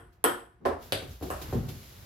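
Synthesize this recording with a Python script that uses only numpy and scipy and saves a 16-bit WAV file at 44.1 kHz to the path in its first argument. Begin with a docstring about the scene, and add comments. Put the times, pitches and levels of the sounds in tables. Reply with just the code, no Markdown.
"""Over a faint rumble and rustle, a table tennis ball bounces on the table in a small, bare room.
A paddle swishes and hits it; it clacks on a hard edge and drops further off. At each hit the
struck object knocks, the contact cracks and the hollow ball pings. A player in rustling clothes
steps across the booming wooden floor, and every blow rings on in the room."""
import sys
import numpy as np
from scipy import signal
from scipy.fft import rfft, irfft
from scipy.io import wavfile

SR = 44100
rng = np.random.default_rng(int(sys.argv[2]) if len(sys.argv) > 2 else 0)


def file_out(sig):
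    """Save sig as 16-bit WAV at sys.argv[1]."""
    # one column per channel
    cols = np.atleast_2d(sig).T
    # limit, then scale
    lim = np.clip(cols, -1, 1)
    pcm = np.round(lim * 32767).astype(np.int16)
    wavfile.write(sys.argv[1], SR, pcm)


N = 90404
AGE = np.arange(SR) / SR   # seconds since a blow

# How loud each noise is. Each row: time in seconds, level in dB.
RUMBLE_LEVEL = [(0, -57.5), (.2, -60.5), (.56, -62), (.7, -66), (.9, -50.5), (1.2, -58), (1.5, -38.5),
                (1.75, -50.5), (1.87, -53.5), (2.05, -49)]
CLOTH_LEVEL = [(0, -93.5), (.11, -103.5), (.13, -69), (.2, -87.5), (.6, -98), (.77, -78), (.83, -51.5),
               (.9, -57), (1.04, -61), (1.12, -52.5), (1.19, -59.5), (1.27, -51), (1.44, -50.5),
               (1.56, -51), (1.65, -55.5), (1.72, -52.5), (1.85, -52.5), (2.05, -56)]
SWING_LEVEL = [(.595, -86.5), (.612, -53.5), (.65, -44.5), (.67, -87)]
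# How dull or bright each noise is. Each row: frequency in Hz, relative level in dB.
RUMBLE_TONE = [(20, -28), (35, -15), (52, -2.5), (90, -4), (140, -11.5), (250, -23), (600, -27),
               (1500, -29), (4000, -45.5), (16000, -61.5)]
CLOTH_TONE = [(150, -1), (400, 8), (900, 1.5), (2000, 1), (4000, 3), (6500, -0.5), (8500, -2), (11500, 1.5),
              (14000, -2.5), (16000, -11)]
SWING_TONE = [(60, -9), (150, -0.5), (380, 1.5), (600, -22), (1200, -22.5), (2500, -45), (8000, -57)]
# How alike left and right are. Each row: frequency in Hz, likeness (1 is equal, -1 or less opposite).
STEREO_LIKENESS = [(60, .97), (170, 0.87), (330, 0.69), (600, 0.27), (1100, -0.038), (1800, 0.19),
                   (3000, 0.36), (5000, 0.22), (7400, -0.12), (8600, -1.38), (9800, -0.69), (11200, -0.056),
                   (13500, 1)]

# How long the room echoes. Each row: frequency in Hz, seconds to fade by 60 dB.
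ROOM_FADE = [(60, 0.66), (150, 0.47), (350, 0.33), (800, 0.37), (1600, 0.39), (3500, 0.34), (8000, 0.36),
             (15000, 0.17)]
# Which side the room's echo favours. Each row: frequency in Hz, left minus right in dB.
ROOM_SIDE = [(300, 0), (700, 0), (1400, 1), (2800, 2.5), (5500, 2.5), (9000, 0)]
# Notes that ring between the walls. Each row: pitch in Hz, gain in dB, fade time in seconds.
ROOM_NOTES = [(144, -17.5, 0.3), (240, 2, 0.65), (339, -9, 1), (369.5, -3.5, 0.79), (456.4, 1.5, 0.37),
              (561, 5.5, .35), (707, -3, 0.87), (745, -9.5, 0.41), (1047, -5.5, 0.11), (1279, -3.5, 0.41),
              (1666, -4, 0.3), (1730, -1.5, .3)]

# Notes of struck objects. Each row: pitch in Hz, relative energy in dB, fade time in seconds.
TABLE_NOTES = [(162, -12, 0.02), (274.4, -2, 0.04), (352.4, 3.5, 0.13), (464.4, 5, 0.056), (608, 3.5, 0.01),
               (741, 4.5, 0.017), (1020, 4.5, 0.017), (1284, 0.5, 0.031), (1441, 2.5, 0.034),
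               (1796, 0, 0.0088), (2860, -3, 0.0038), (3220, -2, 0.01)]
PADDLE_NOTES = [(81.5, -9.5, 0.16), (269, -4, .04), (404, 4, 0.034), (550, 3.5, 0.019), (690, 3.5, 0.018),
                (1050, 0.5, 0.014), (1327, -6, 0.025), (1676, -8, 0.005), (2500, -46, 0.024)]
BOOM_NOTES = [(56.2, 1.7, 0.29), (61.1, 4, 0.45), (84, 3.6, 0.29)]
THUD_NOTES = [(112.4, -6, 0.099), (141, -2, 0.084), (192, -6, 0.046), (232.5, -4, 0.038)]
HEEL_NOTES = [(277, 2, 0.041), (360, 2, 0.038), (474, -0.5, 0.013), (760, -5, 0.017), (1180, -11, 0.0052)]
EDGE_NOTES = [(102, -9, 0.11), (350, -2.5, 0.019), (545, -0.5, .025), (688, -2, 0.021), (1500, -4, 0.0065),
              (2300, -14.5, 0.0083), (3660, -9, .005), (5170, -10.5, 0.0035)]
DROP_NOTES = [(395, -7, 0.016), (588, -2.5, 0.033), (770, -6.5, 0.014), (1027, -5, 0.037),
              (1320, -6, 0.0094), (1780, -13, 0.01), (2880, -18.5, 0.0054)]
# Notes of the ball's shell. 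Each row: as above, then the gain towards the listener in dB.
SHELL_NOTES = [(7780, -8, 0.019, -5), (8100, -1, 0.014, -4.5), (9650, -1, .011, 6),
               (10900, -3, 0.0061, 3.5), (11520, -7, 0.014, -1), (12260, -4.5, 0.0077, 0),
               (14300, -12, 0.0061, -2)]
# Table bounces. Each row: start in seconds, knock in dB, ping in dB. Of the first, only echo is heard.
TABLE_BOUNCES = [(-0.21, 0, 1), (0.2404, -2, -1.5)]
# Footfalls. Each row: start in seconds, then floor boom, thud, heel knock and sole scuff in dB.
FOOTFALLS = [(0.662, -14, -29, -15.5, -45), (1.021, -17, -17, -12.5, -24), (1.086, -8.5, -23.5, -40, -36),
             (1.211, -6.5, -19, -12.5, -32), (1.224, -19, -15, -5, -16), (1.255, -15, -22.5, -15, -26),
             (1.294, -8, -20, -38, -39), (1.414, -25, -16.5, -14, -12.5), (1.526, -1.5, -2, -0.5, -19),
             (1.546, -14, 3.5, -7.5, -37), (1.684, -10.5, -15, -16.5, -15), (1.742, -11, -15.5, -32, -27)]


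def amp(db):
    """Turn decibels into a gain."""
    return 10 ** (np.asarray(db) / 20)


def unit(x):
    """Scale to an average energy of one per channel."""
    return x / np.sqrt(np.mean(np.sum(x ** 2, axis=-1)) + 1e-20)


def at_hz(points, hz):
    """Read a table between its rows, on a log-frequency scale."""
    row_hz, value = np.transpose(points)
    return np.interp(np.log(hz + 1e-9), np.log(row_hz), value)


def in_time(points):
    """Read a curve at every sample."""
    return np.interp(np.arange(N) / SR, *np.transpose(points))


def add(out, sound, start_s):
    """Mix a sound in at its start time."""
    start = int(round(start_s * SR))
    first, end = max(start, 0), min(start + sound.shape[-1], N)
    out[:, first:end] += sound[:, first - start:end - start]


def delayed(sound, seconds):
    """The same sound, a little later."""
    return np.pad(sound, (int(round(seconds * SR)), 0))[:SR]


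def fade(seconds):
    """Die away by 60 dB in the given time."""
    return np.exp(-np.minimum(np.log(1000) * AGE / seconds, 60))


def ring(notes):
    """A struck object rings with fading sine waves of alternating sign."""
    return sum((-1) ** k * amp(db) * unit(np.sin(2 * np.pi * hz * AGE) * fade(fade_s))
               for k, (hz, db, fade_s) in enumerate(notes))


def wide_noise(size, tone=None, grain=0):
    """Stereo noise from all sides; grain makes it rougher."""
    hz = np.fft.rfftfreq(size, 1 / SR)
    alike = np.clip(at_hz(STEREO_LIKENESS, hz), -.99, .99)
    mid, side = rfft(rng.standard_normal((2, size)) * np.exp(grain * rng.standard_normal(size)))
    pair = np.sqrt(1 + alike) * mid + np.sqrt(1 - alike) * side * np.array([[1], [-1]])
    noise = irfft(pair * (1 if tone is None else amp(at_hz(tone, hz))), size)
    return noise / noise.std()


def rumble():
    """The room and floor give a low rumble that swells and sinks."""
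    return amp(in_time(RUMBLE_LEVEL)) * wide_noise(N, RUMBLE_TONE)


def clothes():
    """Moving cloth makes a grainy rustle."""
    return amp(in_time(CLOTH_LEVEL)) * wide_noise(N, CLOTH_TONE, grain=0.42)


def room_echo(sound, gap_s=0.00076, build_s=0.0039):
    """The walls return a fresh blur of echoes for each blow, and the room's own notes ring."""
    hz = np.fft.rfftfreq(SR, 1 / SR)
    spectrum = rfft(wide_noise(SR, grain=0.36)) * amp(at_hz(ROOM_SIDE, hz) * np.array([[.5], [-.5]]))
    blur = np.zeros((2, SR))
    for band_hz, fade_s in ROOM_FADE:
        band = at_hz([(row_hz, row_hz == band_hz) for row_hz, _ in ROOM_FADE], hz)
        blur += irfft(spectrum * band, SR) * fade(fade_s)
    blur = unit(blur * np.clip((AGE - gap_s) / build_s, 0, 1))
    notes = np.zeros(SR)
    for note_hz, db, fade_s in ROOM_NOTES:
        gain = amp(db) * 2 * np.log(1000) / (fade_s * SR)   # long notes build up, so start weaker
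        notes += gain * np.cos(2 * np.pi * note_hz * AGE) * fade(fade_s)
    return signal.fftconvolve(sound[None], blur + notes, axes=1)[:, :SR]


def ball_hit(notes, knock_db, ping_db, crack_db, crack_hz, crack_octaves, direct_db, left_lag_s):
    """The struck object knocks, the contact cracks and the ball's shell pings; the room answers."""
    ping_lag_s, ping_left_lag_s = .0007, .00016
    band_hz = np.clip(crack_hz * 2 ** (np.array([-.5, .5]) * crack_octaves), 20, SR * .45)
    click = (AGE == 0) + 1e-18
    crack = amp(crack_db) * unit(signal.sosfilt(signal.butter(2, band_hz, "band", fs=SR, output="sos"),
                                                click))
    knock = amp(knock_db) * ring(notes)
    ping = ring([(hz, db, fade_s) for hz, db, fade_s, _ in SHELL_NOTES])
    ping = amp(ping_db) * delayed(ping, ping_lag_s)
    aimed_ping = ring([(hz, db + aim_db, fade_s) for hz, db, fade_s, aim_db in SHELL_NOTES])
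    aimed_ping = amp(ping_db) * delayed(aimed_ping, ping_lag_s)
    # Sound that comes straight to the listener; a loud ping stands out more here.
    body = amp(direct_db) * (knock + amp(2) * crack)
    shell = amp(direct_db + 10 + min(ping_db, 0)) * aimed_ping
    left = delayed(body, left_lag_s) + delayed(shell, ping_left_lag_s)
    right = body + shell
    near_echoes = amp(-11) * sum(delayed(right, seconds) for seconds in (.0057, .0098))
    return np.array([left, right]) + near_echoes + room_echo(knock + crack + ping)


def table_bounce(knock_db, ping_db):
    """The ball bounces on the table with a bright ping."""
    return ball_hit(TABLE_NOTES, knock_db, ping_db, crack_db=-10.5, crack_hz=3297.5,
                    crack_octaves=1.5, direct_db=-8, left_lag_s=.0003)


def swing():
    """The swinging paddle makes a soft, low swish."""
    return amp(in_time(SWING_LEVEL)) * wide_noise(N, SWING_TONE)


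def paddle_hit():
    """The rubber-faced paddle knocks with hardly any ping."""
    return ball_hit(PADDLE_NOTES, knock_db=0, ping_db=-21.5, crack_db=-19, crack_hz=3100,
                    crack_octaves=2, direct_db=-11.5, left_lag_s=.0005)


def footsteps(scuff_rise_s=0.0036, scuff_fade_s=0.19, direct_db=-4):
    """Each foot sets the floor booming, knocks and scuffs; a soft sole dulls the blow."""
    out = np.zeros((2, N))
    boom, thud, heel = (unit(ring(notes)) for notes in (BOOM_NOTES, THUD_NOTES, HEEL_NOTES))
    soft_sole = signal.butter(1, 2000, fs=SR, output="sos")
    scuff_shape = (1 - np.exp(-AGE / scuff_rise_s)) * fade(scuff_fade_s)
    for start_s, boom_db, thud_db, heel_db, scuff_db in FOOTFALLS:
        blow = signal.sosfilt(soft_sole, amp(thud_db) * thud + amp(heel_db) * heel)
        scuff = amp(scuff_db) * unit(wide_noise(SR, CLOTH_TONE) * scuff_shape)
        add(out, amp(boom_db) * boom + amp(direct_db) * blow + room_echo(blow) + scuff, start_s)
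    return out


def edge_hit():
    """The ball meets a hard edge with a sharp clack."""
    return ball_hit(EDGE_NOTES, knock_db=-3.5, ping_db=-10.5, crack_db=-2.5, crack_hz=3441,
                    crack_octaves=0.94, direct_db=-2.5, left_lag_s=.00021)


def ball_drop():
    """The ball lands further off with a duller knock."""
    return ball_hit(DROP_NOTES, knock_db=-3, ping_db=-17.5, crack_db=-20, crack_hz=2297,
                    crack_octaves=4, direct_db=-4, left_lag_s=.0003)


def scene():
    """Mix the ball and feet with the rumble, rustle and swish."""
    out = clothes() + rumble() + swing()
    for start_s, knock_db, ping_db in TABLE_BOUNCES:
        add(out, table_bounce(knock_db, ping_db), start_s)
    add(out, paddle_hit(), start_s=0.6522)
    add(out, edge_hit(), start_s=0.9225)
    add(out, ball_drop(), start_s=1.3025)
    return out + footsteps()


def record(dry, lowest_hz=35, highest_hz=16300):
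    """Cut the deepest bass and the highest treble."""
    dry = signal.sosfilt(signal.butter(2, lowest_hz, "high", fs=SR, output="sos"), dry)
    return signal.sosfilt(signal.ellip(10, .2, 80, highest_hz, fs=SR, output="sos"), dry)


dry = scene()
out = record(dry)
file_out(out)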